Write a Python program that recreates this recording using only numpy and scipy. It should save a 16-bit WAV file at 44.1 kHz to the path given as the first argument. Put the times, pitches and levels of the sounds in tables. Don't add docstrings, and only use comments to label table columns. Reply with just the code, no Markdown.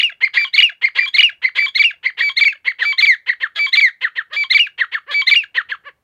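import sys
import numpy as np
from scipy import signal
from scipy.fft import rfft, irfft, next_fast_len
from scipy.io import wavfile
from scipy.ndimage import uniform_filter1d, map_coordinates

SR = 44100
rng = np.random.default_rng(int(sys.argv[2]) if len(sys.argv) > 2 else 0)


def inscribe(sig):
    pcm = np.round(np.clip(np.atleast_2d(sig).T, -1, 1) * 32767)
    wavfile.write(sys.argv[1], SR, pcm.astype(np.int16))


N = 265923
TOP_HZ = 15750
SLACK_HZ, DIP_HZ = 1667, 1180


def amp(db):
    return 10 ** (np.asarray(db) / 20)


def unit(x):
    return x / np.sqrt(np.mean(x ** 2) + 1e-20)


def along(points, hz):
    freqs, values = np.transpose(points)
    return np.interp(np.log(hz + 1), np.log(freqs + 1), values)


def filtered(x, response):
    size = next_fast_len(len(x) + 4096)
    return irfft(rfft(x, size) * response(np.fft.rfftfreq(size, 1 / SR)), size)[:len(x)]


def noise(spectrum, size):
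    return unit(filtered(rng.standard_normal(size), lambda hz: amp(along(spectrum, hz))))


def wobble(rate, size):
    knots = rng.standard_normal(int(size * rate / SR) + 4)
    return map_coordinates(knots, [np.arange(size) * rate / SR])


def clock(start, end):
    return np.arange(round(start * SR), round(end * SR)) / SR


def ramp(t, at, edge=.003):
    return np.clip((t - at) / edge + .5, 0, 1)


def blend(a, b, share):
    return a + (b - a) * share


def swell(t, start, end, attack_db_per_s, release_db_per_s):
    return -attack_db_per_s * np.maximum(start - t, 0) - release_db_per_s * np.maximum(t - end, 0)


def arch(t, length):
    return np.abs(np.sin(np.pi * np.clip(t / length, 0, 1)))


def glide(curve, inertia_s=.0005):
    width = int(inertia_s * SR)
    return uniform_filter1d(uniform_filter1d(curve, width), width)


def partials(colour, hz):
    return amp(along(colour, hz)) / (1 + (hz / TOP_HZ) ** 20)


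def rasp(phase, pitch, throat, rough):
    ratios = np.arange(1, 41)[:, None] / 4
    gains = partials(throat, ratios * pitch)
    lag = rng.normal(0, .51, ratios.shape) * ratios
    pulses = (gains * np.cos(ratios * phase - lag)).sum(0) / np.linalg.norm(gains, axis=0)
    slap = 1 + 1.6 * np.cos(phase / 4)
    puffs = unit(slap * noise(throat, len(phase))) / np.sqrt(2)
    return np.sqrt(1 - rough) * pulses + np.sqrt(rough) * puffs


def note(pitch, tone_db, octave_db, rasp_db, throat, rough, jitter, tremor, bright_db, flutter_db=3):
    # freq_hz, level_db
    colour = [(3300, 7.5), (3900, -33.5), (4800, -39.5), (5600, -44.5), (6400, -32.5), (7000, -39),
              (7600, -57), (8600, -39), (9600, -67), (11600, -46), (12600, -55), (13900, -46.5),
              (15500, -65.5)]
    size = len(pitch)
    pitch = glide(pitch)
    tone, octave, coarse = (amp(glide(db)) for db in (tone_db, octave_db, rasp_db))
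    unrest = tremor + jitter * coarse / (coarse + tone + octave)
    phase = 2 * np.pi * np.cumsum(pitch * (1 + unrest * wobble(700, size))) / SR
    harmonics = np.arange(3, 8)[:, None]
    flutter = amp(flutter_db * np.array([wobble(300, size) for _ in harmonics]))
    overtones = (flutter * partials(colour, harmonics * pitch) * np.sin(harmonics * phase)).sum(0)
    brightness = amp(bright_db) * (tone + 2 * octave)
    clear = tone * np.sin(phase) + octave * np.sin(2 * phase) + brightness * overtones
    return (clear + coarse * rasp(phase, pitch, throat, rough)) * signal.windows.tukey(size, .04)


def sing(repertoire, throat, **voice):
    track = np.zeros(N + 2 * SR)
    for gesture, rows in repertoire:
        for start_s, *row in rows:
            t, *controls = gesture(*row)
            start = SR + round((start_s + t[0]) * SR)
            track[start:start + len(t)] += note(*controls, throat, **voice)
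    return track[SR:SR + N]


def yelp(hz, db, top_s=.023, rise_s=.014, fall_s=.011, ring_hz=3400, ring_width_hz=150):
    t = clock(0, .062)
    push = np.exp(-((t - top_s) / np.where(t < top_s, rise_s, fall_s)) ** 2)
    pitch = blend(blend(SLACK_HZ, hz, push), DIP_HZ, ramp(t, .044, .005))
    level = db + swell(t, .012, .052, 2400, 3500)
    ring = 7 * ramp(t, top_s) / (1 + ((2 * pitch - ring_hz) / ring_width_hz) ** 2)
    octave = -4 + ring + swell(t, .012, .028, 1200, 650)
    coarse = -13 - 22 * push ** 2
    return t, pitch, level - 25 * (1 - push), level + octave, level + coarse


def beak(hz, centre_hz=2080, width_hz=160, boost_db=5):
    return boost_db / (1 + ((hz - centre_hz) / width_hz) ** 2)


def middle_blast(high_s, high_hz, db, length=.029, low_hz=2322, droop_hz=185):
    t = clock(-.005, .05)
    clear = ramp(t, 0) - ramp(t, length, .0082)
    returns = length - .005
    high = 1.0 * (t > returns - high_s) * (t < returns) * (high_s > .007)
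    low = low_hz - droop_hz * np.clip(t / length, 0, 1) ** 4
    slack = blend(SLACK_HZ, DIP_HZ, ramp(t, length + .009))
    pitch = blend(slack, blend(low, high_hz, high), clear)
    level = db + swell(t, 0, length + .0095, 2300, 3500)
    tone = blend(-25, blend(1 + beak(low), 3, high), clear)
    octave = blend(-8, blend(-12, -36, high), clear)
    coarse = blend(-15, -31, clear)
    return t, pitch, level + tone, level + octave, level + coarse


def last_blast(flip_s, length, high_hz, db, low_hz=2397, sag_hz_per_s=8400, high_drop_hz=688):
    t = clock(-.005, .1)
    clear = ramp(t, 0) - ramp(t, length)
    high = 1.0 * (t > flip_s)
    low = low_hz - sag_hz_per_s * t
    fall = blend(low, high_hz - high_drop_hz * (t / length) ** 2, high)
    collapse = SLACK_HZ - 40000 * np.clip(t - length - .005, 0, .02)
    fade = blend(swell(t, 0, .042, 0, 230), swell(t, 0, .02, 0, 410), high)
    level = db + swell(t, 0, length + .006, 3000, 2900)
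    tone = blend(-16, blend(-1 + beak(low), 2, high) + fade, clear)
    octave = blend(-16, -32, high) + fade
    coarse = blend(-26, -38, clear)
    return t, blend(collapse, fall, clear), level + tone, level + octave, level + coarse


def hiccup(length, hz, db, sag_hz_per_s=4000):
    t = clock(0, .028)
    level = db - 24 * (1 - arch(t, length))
    return t, hz - sag_hz_per_s * t, level, level, level - 8


def cluck(clear_s, break_s, length, held_hz, break_hz, tone_db, rasp_db):
    slack_hz, top_hz, fall_hz_per_s = 1149, 2257, 20000
    rise_s, peak_s, collapse_s = .012, .009, .0047
    t = clock(0, .095)
    clear, broken = ramp(t, clear_s), ramp(t, break_s)
    slack = ramp(t, length - collapse_s / 2, collapse_s)
    rise = blend(top_hz, slack_hz, np.exp(-t / rise_s))
    slide = np.maximum(break_hz - fall_hz_per_s * (t - break_s), slack_hz)
    held = np.minimum(slide, held_hz)
    pitch = blend(rise, blend(held, slide, broken), clear)
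    peak = swell(t, break_s - peak_s, break_s, 1100, 230)
    tone = tone_db + peak - 2.5 * (1 - clear) - 11 * broken - 18 * slack
    octave = tone_db - 22 + swell(t, .029, .043, 1500, 660)
    onset = -28 * np.exp(-t / .0065)
    coarse = rasp_db + blend(onset, blend(-20.5, -12, slack), clear)
    release = swell(t, 0, length, 0, 4001.5)
    return t, blend(pitch, slack_hz, slack), tone + release, octave + release, coarse + release


def whistle(hz, db, length=.073, sag_hz_per_s=470, bend_hz=50, linger_s=.0036, rest_hz=1072):
    t = clock(-.042, .115)
    clear = ramp(t, 0) - ramp(t, length)
    rest = ramp(t, length + linger_s)
    held = hz - sag_hz_per_s * t - bend_hz * (1 - arch(t, length)) ** 4
    pitch = blend(blend(SLACK_HZ, rest_hz, rest), held, clear)
    level = db + swell(t, -.03, length + .011, 3200, 1100)
    octave = -15 + swell(t, -.0034, length + linger_s, 250, 1200) - 6 * rest
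    coarse = blend(-10, -23, clear) - 12 * rest
    return t, pitch, level - 17 * (1 - clear), level + octave, level + coarse


def squeak(length, hz, db, sag_hz_per_s=5000):
    t = clock(0, .026)
    level = db + swell(t, .19 * length, .69 * length, 4500, 2200)
    return t, hz - sag_hz_per_s * t, level - 20, level, level - 12


def grunt(length, top_hz, db, slack_hz=1050, depth_db=27):
    t = clock(0, .08)
    pitch = blend(slack_hz, top_hz, arch(t, length) ** .71)
    push = arch((t / length) ** 1.23, 1)
    level = db - depth_db * (1 - push) + swell(t, 0, length, 0, 4000)
    return t, pitch, level - 18, level - 32, level


def shrill_bird():
    # start_s, yelp_hz, yelp_db, middle_high_s, last_after_s, last_flip_s, last_length_s,
    # high_hz, blast_db
    cries = [(-.071, 2200, -8, 0.027, 0.099, 0.0053, .069, 2890, -9.5),
             (0.527, 2222, -9.5, .013, .096, 0.0072, 0.072, 2900, -5.5),
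             (1.131, 2174, -8.5, .013, 0.097, 0.0063, .066, 2910, -5.5),
             (1.742, 2167, -9, 0.00025, 0.096, 0.0076, .070, 2850, -7.5),
             (2.358, 2166, -8, 0.00091, 0.094, .031, 0.074, 2860, -8),
             (2.972, 2140, -7, 0.0017, 0.095, .080, .076, 2880, -7.5),
             (3.719, 2118, -6, 0.001, .093, 0.074, .075, 2880, -8),
             (4.494, 2123, -6.5, 0.0012, 0.097, 0.0067, 0.077, 2900, -7),
             (5.26, 2108, -5.5, 0.00079, 0.095, 0.0065, 0.081, 2860, -7)]
    # start_s, length_s, pitch_hz, level_db
    hiccups = [(0.115, 0.019, 719, -48), (0.711, .026, 742, -50), (1.32, 0.019, 720, -54.5),
               (1.932, 0.018, 727, -53), (2.55, 0.016, 617, -53.5)]
    # start_s, pitch_hz, level_db
    whistles = [(.372, 2367, -12), (.986, 2385, -15.5), (1.588, 2339, -12.5), (2.220, 2320, -12.5),
                (2.852, 2328, -12.5), (3.591, 2332, -12), (4.364, 2334, -13.5), (5.143, 2314, -11.5)]
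    # start_s, length_s, pitch_hz, level_db
    squeaks = [(0.462, 0.031, 1560, -28), (1.073, .023, 1730, -19), (1.679, 0.017, 1730, -21.5),
               (2.309, .018, 1710, -27), (3.679, .023, 1745, -23.5)]
    # freq_hz, level_db
    cry_throat = [(150, -61.5), (600, -25.5), (1150, -20.5), (1400, -17), (2000, -2.5), (2700, 0),
                  (3350, 6.5), (3900, -6.5), (4600, -14.5), (5300, -29), (6800, -23.5), (7600, -37),
                  (8500, -32), (10000, -38.5), (14000, -39)]
    whistle_throat = [(120, -65), (600, -29), (1100, -12), (1400, -15), (1900, -3), (2750, -9), (3150, -2),
                      (3450, 5), (3900, -4), (4500, -11), (5300, -30), (6800, -29), (8500, -42),
                      (14000, -46)]
    cry_notes = [(hiccup, hiccups)]
    for start_s, yelp_hz, yelp_db, high_s, last_s, flip_s, length, high_hz, db in cries:
        cry_notes += [(yelp, [(start_s, yelp_hz, yelp_db)]),
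                      (middle_blast, [(start_s + .052, high_s, high_hz, db)]),
                      (last_blast, [(start_s + last_s, flip_s, length, high_hz, db)])]
    whistling = sing([(whistle, whistles), (squeak, squeaks)], whistle_throat,
                     rough=.45, jitter=.035, tremor=.0025, bright_db=-3)
    crying = sing(cry_notes, cry_throat, rough=.7, jitter=.045, tremor=.0013, bright_db=-3.5)
    return whistling + crying


def clucking_bird():
    # start_s, clear_after_s, break_after_s, length_s, held_hz, break_hz, tone_db, rasp_db
    clucks = [(0.204, 0.025, .044, .077, 2104, 2463, -3.5, -18),
              (0.333, .041, .051, .087, 1973, 2380, -5, -19.5),
              (0.812, .024, .044, .077, 2097, 2447, -3.5, -17),
              (0.948, .042, .051, .087, 1975, 2413, -4, -16.5),
              (1.416, 0.03, .044, .078, 2060, 2394, -4.5, -21.5),
              (1.548, .040, .049, .083, 2003, 2350, -6.5, -18.5),
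              (2.028, .034, .044, .078, 2055, 2388, -6.5, -22.5),
              (2.169, .038, .049, 0.071, 1890, 2100, -8, -20.5),
              (2.644, .037, .045, .079, 2020, 2354, -6, -21.5),
              (2.784, 0.03, .048, .073, 2030, 1706, -8, -19.5),
              (3.26, .035, .046, .078, 1938, 2260, -5.5, -21),
              (3.399, .034, .047, .074, 1863, 1694, -9, -21.5),
              (4.007, .034, .050, .076, 2027, 1736, -7.5, -18.5),
              (4.151, 0.03, .045, 0.07, 1890, 1700, -11, -23),
              (4.776, .034, .048, .073, 2056, 1725, -6, -19),
              (4.914, .034, .046, .075, 1900, 1662, -11, -21.5),
              (5.542, .034, .049, .076, 2002, 1717, -6.5, -17),
              (5.686, .032, .044, .070, 1820, 1590, -13.5, -22.5)]
    # start_s, length_s, top_pitch_hz, level_db
    grunts = [(3.551, .066, 2710, -26.5), (4.299, .066, 2520, -25), (5.063, 0.078, 2372, -23),
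              (5.836, .073, 2330, -28)]
    # freq_hz, level_db
    cluck_throat = [(200, -19), (520, -19), (750, -16.5), (1100, -8.5), (1400, -18.5), (1850, 4),
                    (2500, -0.5), (3100, 4.5), (3600, -11), (4300, -15.5), (5200, -35), (7000, -38),
                    (9500, -50), (14000, -49)]
    grunt_throat = [(180, -34.5), (330, -3.5), (580, -10), (830, -26), (1130, 1), (1400, -8), (1780, 5),
                    (2350, -10.5), (2980, -7.5), (3550, -26.5), (4200, -22), (5200, -42.5), (9000, -56)]
    clucking = sing([(cluck, clucks)], cluck_throat, rough=.08, jitter=.014, tremor=.022, bright_db=-11)
    grunting = sing([(grunt, grunts)], grunt_throat, rough=.02, jitter=.003, tremor=.003, bright_db=-10)
    return clucking + grunting


def near_clumps(birds):
    # delay_s, level_db
    echoes = [(.019, -20), (.027, -24.5)]
    return sum(amp(db) * np.pad(birds, (round(delay * SR), 0))[:N] for delay, db in echoes)


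def reeds(birds, delay_s=.004, build_s=.013):
    # freq_hz, level_db
    colour = [(300, -1.5), (1000, -8), (2000, -4.5), (4000, -2), (7000, 6), (14000, 0)]
    # freq_hz, t60_s
    decay = [(300, 0.31), (2000, 0.21), (4000, 0.19), (12000, 0.13)]
    hz, t, bands = signal.stft(rng.standard_normal(SR // 2), SR, nperseg=256)
    fade = amp(along(colour, hz)[:, None] - 60 * t / along(decay, hz)[:, None])
    tail = signal.istft(bands * fade, SR, nperseg=256)[1]
    tail *= np.clip((np.arange(len(tail)) / SR - delay_s) / build_s, 0, 1)
    return signal.fftconvolve(birds, tail / np.linalg.norm(tail))[:N]


def field():
    # freq_hz, density_db
    air_colour = [(25, -22), (45, -10), (70, 0), (120, -3), (220, -9), (600, -11), (1200, -16), (3000, -45)]
    rustle_colour = [(150, -32.5), (600, -7), (2000, -1.5), (4500, -12), (7000, -14), (15000, -14.5)]
    air = amp(-72 + 1.5 * wobble(3, N)) * noise(air_colour, N)
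    rustle = amp(-76.5) * noise(rustle_colour, N)
    return air + rustle


def rumble(birds, relative_db=-56):
    # freq_hz, density_db
    colour = [(30, -14.5), (80, -3), (160, -1.5), (300, -5), (600, -17), (2000, -58)]
    loudness = np.sqrt(np.abs(uniform_filter1d(birds ** 2, size=2048)))
    return amp(relative_db) * loudness * noise(colour, N)


def scene():
    birds = filtered(clucking_bird() + shrill_bird(), lambda hz: 1 - 1 / (1 + (hz / 220) ** 4))
    return (birds + near_clumps(birds) + amp(-18.5) * reeds(birds) + field() + rumble(birds))[None]


def record(dry):
    rounded = dry[0] / (1 + np.abs(dry[0] / .97) ** 16) ** (1 / 16)
    return filtered(rounded, lambda hz: hz < TOP_HZ)[None]


dry = scene()
out = record(dry)
inscribe(out)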